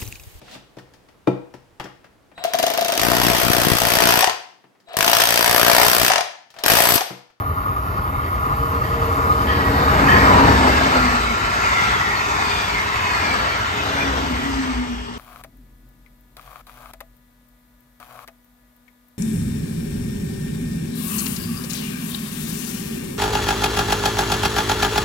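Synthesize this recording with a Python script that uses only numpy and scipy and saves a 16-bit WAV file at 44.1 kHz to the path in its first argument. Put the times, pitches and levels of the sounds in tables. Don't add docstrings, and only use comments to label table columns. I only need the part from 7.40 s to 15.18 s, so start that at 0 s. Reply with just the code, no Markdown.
import sys
import numpy as np
from scipy import signal
from scipy.fft import rfft, irfft, next_fast_len
from scipy.io import wavfile
from scipy.ndimage import uniform_filter1d, minimum_filter1d

SR = 44100
rng = np.random.default_rng(int(sys.argv[2]) if len(sys.argv) > 2 else 0)


def bounce(signal):
    frames = np.transpose(np.atleast_2d(signal))
    limited = np.clip(frames, -1, 1)
    pcm = np.round(limited * 32767).astype(np.int16)
    wavfile.write(sys.argv[1], SR, pcm)


N = 343098
TIME, BINS = np.arange(N) / SR, np.fft.rfftfreq(next_fast_len(N), 1 / SR)
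TRAIN_M_PER_S, SOUND_M_PER_S, TRACK_DISTANCE_M = 34, 343, 9
WHEEL_TURN_HZ, THROB_HZ = 10.35, 10.7

# time in seconds, level in dB.
VENT_LEVEL = [(3.4, -63), (3.9, -42), (5, -40), (6.4, -43), (7.78, -44)]
# time in seconds, level in dB.
WHINE_LEVEL = [(3.2, -53), (3.65, -29.5), (4.35, -23.5), (4.75, -34), (5.6, -40), (6.05, -31), (6.9, -38),
               (7.6, -55)]
SONG_LEVEL = [(0, -29.5), (1.9, -24.5), (3, -25), (3.6, -35.5), (7.78, -67)]
SIZZLE_LEVEL = [(0, -45.5), (2.8, -42.5), (3.7, -52), (7, -53.5), (7.78, -70)]
RING_LEVEL = [(0, -70), (4.5, -54), (6, -35.5), (7, -38), (7.78, -45.5)]
# frequency in Hz, relative level in dB.
SONG_SPECTRUM = [(500, -39), (680, -53), (800, -13), (900, -32), (1000, -3.5), (1150, 0), (1228, -0.5),
                 (1300, -4.5), (1420, -1.5), (1520, -40), (1700, -53)]
SIZZLE_SPECTRUM = [(7000, -57), (9000, -89), (10900, 28.5), (11600, 24.5), (12200, 13.5), (13200, 23.5),
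                   (14200, 16.5), (15500, 8), (17000, -43)]
RING_SPECTRUM = [(2500, -27), (2800, 6), (3250, 0), (3700, -6), (4000, -32)]
CLAPPER_SPECTRUM = [(1650, 0), (2100, -1), (2700, -3), (3300, -3), (4600, -19)]
EXHAUST_SPECTRUM = [(12, -40), (25, -23), (38, -14), (48, -8), (60, 1.5), (85, 1.5), (110, -4), (140, -8),
                    (200, -25), (300, -50)]
ROAR_SPECTRUM = [(70, -42), (110, -1), (150, -3), (190, 1), (330, -2.5), (420, -1.5), (550, -6),
                 (700, -3.5), (930, -1), (1200, -9.5), (1600, -6.5), (4000, -45)]
ROLLING_SPECTRUM = [(400, -35), (600, -5), (800, 0), (1000, 1), (1350, 3.5), (1600, 1), (2100, -1.5),
                    (2600, -10), (3000, -10), (3270, -15), (3550, -12), (4100, -14.5), (4400, -13.5),
                    (4800, -14), (5450, -17.5), (5800, -19), (6800, -24), (8500, -22.5), (12000, -71.5),
                    (15000, -64)]
# pitch in Hz, relative level in dB.
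TAP_NOTES = [(1238, 0), (1202, -7.5)]
# pitch in Hz, blur in Hz, relative level in dB.
APPROACH_NOTES = [(276, 8.9, -1), (626.5, 23, -5), (811, 18, -3.5), (993, 8.8, -3), (1100, 14, -5.5),
                  (1352, 18, -16)]
# time in seconds, their level in dB, blower level in dB.
APPROACH_LEVEL = [(0, -41.5, -68), (1, -39, -49), (1.5, -34.5, -31.5), (2.1, -31, -34), (3.05, -24.5, -29),
                  (3.4, -73, -74)]
# passing time in seconds, pitch at rest in Hz, level in dB,
# beats per second, time of one beat's peak in seconds.
ENGINE_NOTES = [(3.45, 60, -26, 4.55, 3.43), (7.17, 60, -30.5, 4.85, 6.75)]
# passing time in seconds, loudest time in seconds,
# pitch at rest in Hz, level in dB.
FAN_NOTES = [(3.3, 3.12, 251, -23), (3.62, 3.6, 251, -26), (6.82, 6.85, 260, -27), (7.25, 7.33, 260, -24)]
WHEEL_NOTES = [(3.0, 2.97, 967, -17.5), (3.85, 3.61, 1290, -29), (3.85, 3.82, 4000, -38),
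               (4.25, 4.5, 3680, -37.5), (4.6, 4.54, 2680, -37.5), (4.58, 4.42, 1275, -25),
               (4.62, 4.64, 1970, -27), (5.45, 5.12, 4400, -39), (5.15, 5.23, 3620, -39.5),
               (5.15, 4.87, 1270, -30.5), (4.85, 5.12, 2620, -37), (5.65, 5.63, 1019, -28),
               (5.87, 5.75, 2380, -33), (6.6, 5.83, 1500, -31), (6.15, 6.02, 4330, -39),
               (5.8, 6.55, 4380, -42.5), (5.9, 6.55, 3560, -42), (8.7, 6.62, 3200, -40),
               (6.85, 7.2, 1300, -35.5)]
# start in seconds, level at the track's distance in dB, extra clang in dB.
BELL_STROKES = [(.19, -34, -5.5), (.81, -29.5, -4), (1.43, -28, 1), (2.065, -19.8, -3), (2.68, -23, 8.5),
                (3.3, -31, -4)]
# pitch in Hz, relative level in dB,
# seconds to fade by 60 dB.
BELL_RING = [(1712, 2, 0.81), (1919, 3.5, 2.1), (3162, -4.5, 0.9), (4580, -6, .9)]
BELL_CLANG = [(1740, 7, 0.45), (1820, -1, .3), (1880, 6, 0.44), (1930, 0, 0.39), (3130, -1, 0.2)]
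# time of the peak in seconds,
# centre frequency in Hz, half the length in seconds, level in dB.
JOLTS = [(3.256, 780, .025, -14), (3.442, 3600, .05, -33), (3.42, 680, 0.3, -24.5),
         (3.566, 650, .07, -21.5), (4.5, 104, .3, -37.5), (4.477, 2900, 0.073, -33),
         (5.932, 250, 0.23, -34.5), (6.05, 640, 0.34, -30.5), (6.65, 540, .45, -33)]
METAL_TONES = [(3.42, 1630, .08, -27), (3.605, 1358, 0.079, -19), (3.9, 2210, 0.088, -30),
               (4.395, 2090, 0.11, -24), (4.77, 1870, 0.097, -30), (4.776, 4345, 0.044, -33),
               (5.338, 4330, 0.08, -40.5), (5.389, 2110, 0.07, -23), (5.6, 2534, 0.1, -32),
               (5.87, 4400, .07, -35), (5.918, 2310, 0.039, -26), (6.123, 2330, 0.054, -29),
               (6.18, 1306, .09, -31), (6.41, 2575, .05, -35), (6.619, 2430, 0.033, -24),
               (6.63, 3520, .05, -40), (7.605, 3260, .22, -47)]
# passing time in seconds, exhaust level in dB, roar level in dB,
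# how steeply the sound fades with distance once past.
LOCOMOTIVES = [(3.0, -19, -14, 1.58), (6.85, -31.5, -27, 1.24)]
# passing time in seconds, rolling level in dB, share of the ringing in dB.
WHEEL_SETS = [(2.87, -18, -8), (3.15, -20, -11.5), (3.55, -18, -4.5), (4.4, -19, -1), (5.15, -20, 0),
              (5.87, -21, 0), (6.55, -23, -0.5), (7.1, -28.5, -2.5)]
# pitch in Hz, width in Hz, relative level in dB.
WHEEL_RESONANCES = [(1024, 43, 4.5), (1420, 33, -5), (1956, 40, 3.5), (2390, 41, 0.5), (2752, 45, -2.5),
                    (3415, 41, -3), (4200, 160, -10), (6000, 260, -13.5), (6410, 100, -16)]
# time in seconds, treble slope in dB per octave
# above 2 kHz, depth of the ground's notch in dB.
SOUND_PATH = [(0, -3.5, 10), (1.5, 0.5, 8), (2.6, -0.5, 0), (3.8, 0.5, 7.5), (6.3, 0, 1), (7.78, 4.5, 4)]
# time in seconds, direction (0 ahead, 1 alongside, 2 behind).
DIRECTION = [(0, 0), (1.9, 0), (2.9, .75), (4, 1), (6.5, 1), (7.5, 1.7)]
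# frequency in Hz, train ahead, train alongside.
STEREO_LIKENESS = [(60, .99, .99), (160, .97, .94), (300, .84, .8), (560, .45, .7), (780, .55, .85),
                   (950, .55, .72), (1220, .95, .66), (1600, .5, .35), (2500, .78, .7), (3500, .3, .3),
                   (5600, .25, .2), (7200, .6, .6), (9500, .97, .93), (15000, .97, .97)]
# frequency in Hz, lead in radians, extra radians when alongside.
STEREO_PHASE = [(50, 0, 0), (170, -.1, .45), (330, -.5, 1.3), (520, 0, 1.2), (750, 1.7, .35),
                (1200, 2.3, -.05), (1500, 3.7, 0), (1900, 4.1, 0), (2500, 6.3, 0), (3100, 7.3, .9),
                (5000, 7, .4), (7600, 6.3, 0), (9300, 3.3, 0), (10900, 3.1, 0), (12400, 0, 0)]
# frequency in Hz, left minus right in dB.
STEREO_BALANCE = [(60, 1), (250, 0.5), (380, 3), (700, 2), (980, 4), (1250, 0.5), (1600, 1.5), (1900, -1),
                  (3200, 1.5), (4200, 2.5), (5300, 6.5), (7500, 1.5), (11000, -1.5)]


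def amp(db):
    return 10 ** (np.asarray(db) / 20)


def unit(x):
    return x / np.sqrt(np.mean(abs(x) ** 2) + 1e-20)


def over_time(rows, t=TIME):
    times, *columns = np.transpose(rows)
    return np.squeeze([np.interp(t, times, column) for column in columns])


def over_pitch(rows, hz=BINS):
    row_hz, *columns = np.transpose(rows)
    return np.squeeze([np.interp(np.log(hz + 1), np.log(row_hz + 1), column) for column in columns])


def noise(gain):
    real, imaginary = rng.standard_normal((2, 2, len(BINS)))
    return unit(irfft((real + 1j * imaginary) * gain)[:, :N])


def band(spectrum):
    low_hz, high_hz = spectrum[0][0], spectrum[-1][0]
    edges = 1 / (1 + (BINS / high_hz) ** 8) / (1 + (low_hz / (BINS + 1)) ** 4)
    return noise(amp(over_pitch(spectrum)) * edges)


def resonance(hz, width_hz):
    return 1 / (1 + ((BINS - hz) / width_hz) ** 2)


def drift(rate_hz):
    hz = np.fft.rfftfreq(8192, 1 / 1000)
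    slow = irfft(rfft(rng.standard_normal(8192)) * np.exp(-(hz / rate_hz) ** 2))
    return unit(np.interp(TIME, np.arange(len(slow)) / 1000, slow))


def wander(blur_hz, waver):
    return unit(1 + waver * (drift(blur_hz) + 1j * drift(blur_hz)))


def fuzzy_tone(hz, blur_hz, clock, waver):
    return np.sqrt(2) * (wander(blur_hz, waver) * np.exp(2j * np.pi * (hz * clock + rng.random()))).real


def travel(pass_s):
    sent = np.arange(-10, 10, .01)
    metres = np.hypot(TRAIN_M_PER_S * sent, TRACK_DISTANCE_M)
    heard = pass_s + sent + (metres - TRACK_DISTANCE_M) / SOUND_M_PER_S
    return np.interp(TIME, heard, sent), np.interp(TIME, heard, TRACK_DISTANCE_M / metres)


def passing_power(pass_s, db, rise, fall):
    sent, near = travel(pass_s)
    return (amp(db) * near ** np.where(sent < 0, rise, fall)) ** 2


def fly_by(rows, focus, blur_hz, waver):
    out = np.zeros(N)
    for pass_s, loudest_s, hz, db in rows:
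        aim = 1 / np.sqrt(1 + (TRAIN_M_PER_S * (TIME - loudest_s) / TRACK_DISTANCE_M) ** 2)
        out += amp(db) * aim ** focus * fuzzy_tone(hz, blur_hz, travel(pass_s)[0], waver)
    return out


def vents():
    return noise(resonance(hz=412.6, width_hz=16)) * amp(over_time(VENT_LEVEL))


def rail_whine():
    return noise(resonance(hz=1370, width_hz=28)) * amp(over_time(WHINE_LEVEL))


def rails(contact, shimmer_db=2.5, under_wheels_db=-28):
    song = band(SONG_SPECTRUM) * amp(over_time(SONG_LEVEL) + shimmer_db * drift(23))
    sizzle_gain = np.hypot(amp(over_time(SIZZLE_LEVEL)), amp(under_wheels_db) * contact) * amp(drift(20))
    sizzle = band(SIZZLE_SPECTRUM) * sizzle_gain
    return song + sizzle + band(RING_SPECTRUM) * amp(over_time(RING_LEVEL))


def rail_taps(first_s=.057, rise_s=.01, decay_s=.035, swell_s=.84, crest_s=1.04):
    age = (TIME - first_s) % (1 / WHEEL_TURN_HZ)
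    taps = unit(.15 + 2 * (1 - np.exp(-age / rise_s)) * np.exp(-age / decay_s))
    notes = sum(amp(db) * fuzzy_tone(hz, 24, TIME, waver=.55) for hz, db in TAP_NOTES)
    swell_db = 2.5 * np.cos(2 * np.pi * (TIME - crest_s) / swell_s)
    return amp(over_time(SONG_LEVEL) + swell_db) * taps * notes


def approach_notes(blower_hz=461, waver=1.4):
    notes_db, blower_db = over_time(APPROACH_LEVEL)
    notes = sum(amp(db) * fuzzy_tone(hz, blur_hz, TIME, waver) for hz, blur_hz, db in APPROACH_NOTES)
    return amp(notes_db) * notes + amp(blower_db) * fuzzy_tone(blower_hz, 19.5, TIME, waver)


def engines(beat_db=4):
    out = np.zeros(N)
    for pass_s, hz, db, beat_hz, crest_s in ENGINE_NOTES:
        sent, near = travel(pass_s)
        beat = np.cos(2 * np.pi * beat_hz * (TIME - crest_s))
        out += amp(db + beat_db * beat) * near ** 1.3 * fuzzy_tone(hz, 10, sent, waver=.5)
    return out


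def fans(throb_db=2.5):
    throb = np.sin(2 * np.pi * THROB_HZ * TIME + drift(2))
    return fly_by(FAN_NOTES, focus=2.6, blur_hz=12, waver=.35) * amp(throb_db * throb)


def bell(pass_s=3.2, rise_s=.016, clapper_db=1, clapper_fade_s=.7, blur_hz=32):
    sent, near = travel(pass_s)
    clock = sent * (1 - TRAIN_M_PER_S / SOUND_M_PER_S)
    starts, level_db, clang_db = np.transpose(BELL_STROKES)
    latest = np.maximum(np.searchsorted(starts, TIME) - 1, 0)
    age = np.maximum(TIME - starts[latest], 0)
    out = band(CLAPPER_SPECTRUM)[0] * amp(level_db[latest] + clapper_db - 60 * age / clapper_fade_s)
    for notes, stroke_db in (BELL_RING, level_db), (BELL_CLANG, level_db + clang_db):
        for hz, db, fade_s in notes:
            tone = fuzzy_tone(hz, blur_hz, clock, waver=.85)
            out += amp(stroke_db[latest] + db - 60 * age / fade_s) * tone
    return np.sqrt(2) * out * near * (1 - np.exp(-age / rise_s))


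def jolts(edge_ratio=1.34):
    out = np.zeros((2, N))
    for peak_s, hz, half_s, db in JOLTS:
        during = abs(TIME - peak_s) < half_s
        bandpass = signal.butter(2, [hz / edge_ratio, hz * edge_ratio], "bandpass", fs=SR, output="sos")
        burst = unit(signal.sosfilt(bandpass, rng.standard_normal((2, SR))))[:, :during.sum()]
        out[:, during] += amp(db) * np.cos(np.pi / 2 * (TIME[during] - peak_s) / half_s) ** 2 * burst
    return out


def metal_tones():
    unsteady = wander(blur_hz=90, waver=1.4)
    out = np.zeros(N)
    for peak_s, hz, half_s, db in METAL_TONES:
        during = abs(TIME - peak_s) < half_s
        t = TIME[during] - peak_s
        tone = (unsteady[during] * np.exp(2j * np.pi * (hz * t + rng.random()))).real
        out[during] += np.sqrt(2) * amp(db) * np.cos(np.pi / 2 * t / half_s) ** 2 * tone
    return out


def singing_wheels():
    return fly_by(WHEEL_NOTES, focus=3.2, blur_hz=62, waver=1.3)


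def wheel_contact():
    power = sum(passing_power(pass_s, db, rise=1.196, fall=1.94) for pass_s, db, _ in WHEEL_SETS)
    return np.sqrt(uniform_filter1d(power, size=17000))


def wheel_ring(detune=.011):
    ring, power = np.zeros((2, N)), np.zeros(N)
    for pass_s, _, share_db in WHEEL_SETS:
        tunings = 1 + detune * rng.standard_normal(len(WHEEL_RESONANCES))
        at_rest = noise(sum(amp(db) * resonance(hz * tuning, width_hz)
                            for (hz, width_hz, db), tuning in zip(WHEEL_RESONANCES, tunings)))
        sent, near = travel(pass_s)
        position = (sent - sent[0]) * SR % (N - 1)
        ring += amp(share_db) * near * np.array([np.interp(position, np.arange(N), x) for x in at_rest])
        power += near ** 2
    return ring / np.sqrt(power)


def rolling(contact, ring_db=-7, patchy_db=2):
    rush = band(ROLLING_SPECTRUM) + amp(ring_db) * wheel_ring()
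    hz, t, spectra = signal.stft(rush, SR, nperseg=512)
    treble_db = np.outer(np.log2(np.maximum(hz / 2000, 1)), over_time(SOUND_PATH, t)[0])
    patches = uniform_filter1d(rng.standard_normal(spectra.shape[1:]), size=3, axis=0)
    patches = unit(uniform_filter1d(patches, size=22, axis=1))
    rush = signal.istft(spectra * amp(treble_db + patchy_db * patches), SR, nperseg=512)[1][:, :N]
    turn = 2 * np.pi * WHEEL_TURN_HZ * TIME + drift(1)
    flutter_db = .6 * np.cos(turn) + .4 * np.cos(2 * turn)
    return rush * contact * amp(flutter_db)


def exhaust(contact, rise=.37, coaches_db=-15, beat_hz=4.55):
    rumble = band(EXHAUST_SPECTRUM)
    rumble /= np.sqrt(uniform_filter1d(rumble ** 2, size=4000, axis=1))
    throb_db = 1.5 * np.sin(2 * np.pi * THROB_HZ * TIME + drift(2))
    surge_db = .5 * drift(8)
    beat_db = 1.1 * np.cos(2 * np.pi * beat_hz * (TIME - .105))
    power = sum(passing_power(pass_s, db, rise, fall) for pass_s, db, _, fall in LOCOMOTIVES)
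    power += (amp(coaches_db) * contact) ** 2
    return rumble * np.sqrt(power) * amp(throb_db + beat_db + surge_db)


def roar(contact, rise=.89, coaches_db=-11, gust_db=1.5):
    power = sum(passing_power(pass_s, db, rise, fall) for pass_s, _, db, fall in LOCOMOTIVES)
    power += (amp(coaches_db) * contact) ** 2
    return band(ROAR_SPECTRUM) * np.sqrt(power) * amp(gust_db * drift(45))


def ground(x, notch_hz=1560, width_hz=115):
    hz, t, spectra = signal.stft(x, SR, nperseg=1024)
    notch_db = np.outer(np.exp(-((hz - notch_hz) / width_hz) ** 2), over_time(SOUND_PATH, t)[1])
    return signal.istft(spectra * amp(-notch_db), SR, nperseg=1024)[1][:, :N]


def microphone(wide, points):
    hz, t, (one, other, point) = signal.stft(np.vstack([wide, points]), SR, nperseg=2048, noverlap=1536)
    direction = over_time(DIRECTION, t)
    beside = np.clip(direction, 0, 1)
    alike = np.clip(over_pitch(STEREO_LIKENESS, hz).T @ np.array([1 - beside, beside]), 0, 1)
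    lead, extra_lead = over_pitch(STEREO_PHASE, hz)
    lag = np.exp(-1j * (lead[:, None] + np.outer(extra_lead, direction)))
    balance = amp(np.outer(over_pitch(STEREO_BALANCE, hz), .5 + .5 * direction))
    left = (one + point) * balance
    right = (alike * one + np.sqrt(1 - alike ** 2) * other + point) * lag
    pair = np.array([left, right]) * np.sqrt(2 / (1 + balance ** 2))
    return signal.istft(pair, SR, nperseg=2048, noverlap=1536)[1][:, :N]


def scene():
    contact = wheel_contact()
    scattered = np.array([bell() + metal_tones() + singing_wheels() for _ in range(2)])
    rush = exhaust(contact) + ground(roar(contact) + rolling(contact))
    details = rails(contact) + rail_whine() + vents() + jolts()
    points = fans() + engines() + approach_notes() + rail_taps()
    return microphone(rush + details + scattered, points)


def record(dry, cutoff_hz=15600):
    needed_gain = 1 / np.maximum(abs(dry).max(axis=0), 1)
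    gain = uniform_filter1d(minimum_filter1d(needed_gain, size=301), size=301)
    lowpass = signal.firwin(511, cutoff_hz, window=("kaiser", 9), fs=SR)
    return signal.oaconvolve(dry * gain, lowpass[None], "same")


dry = scene()
out = record(dry)
bounce(out)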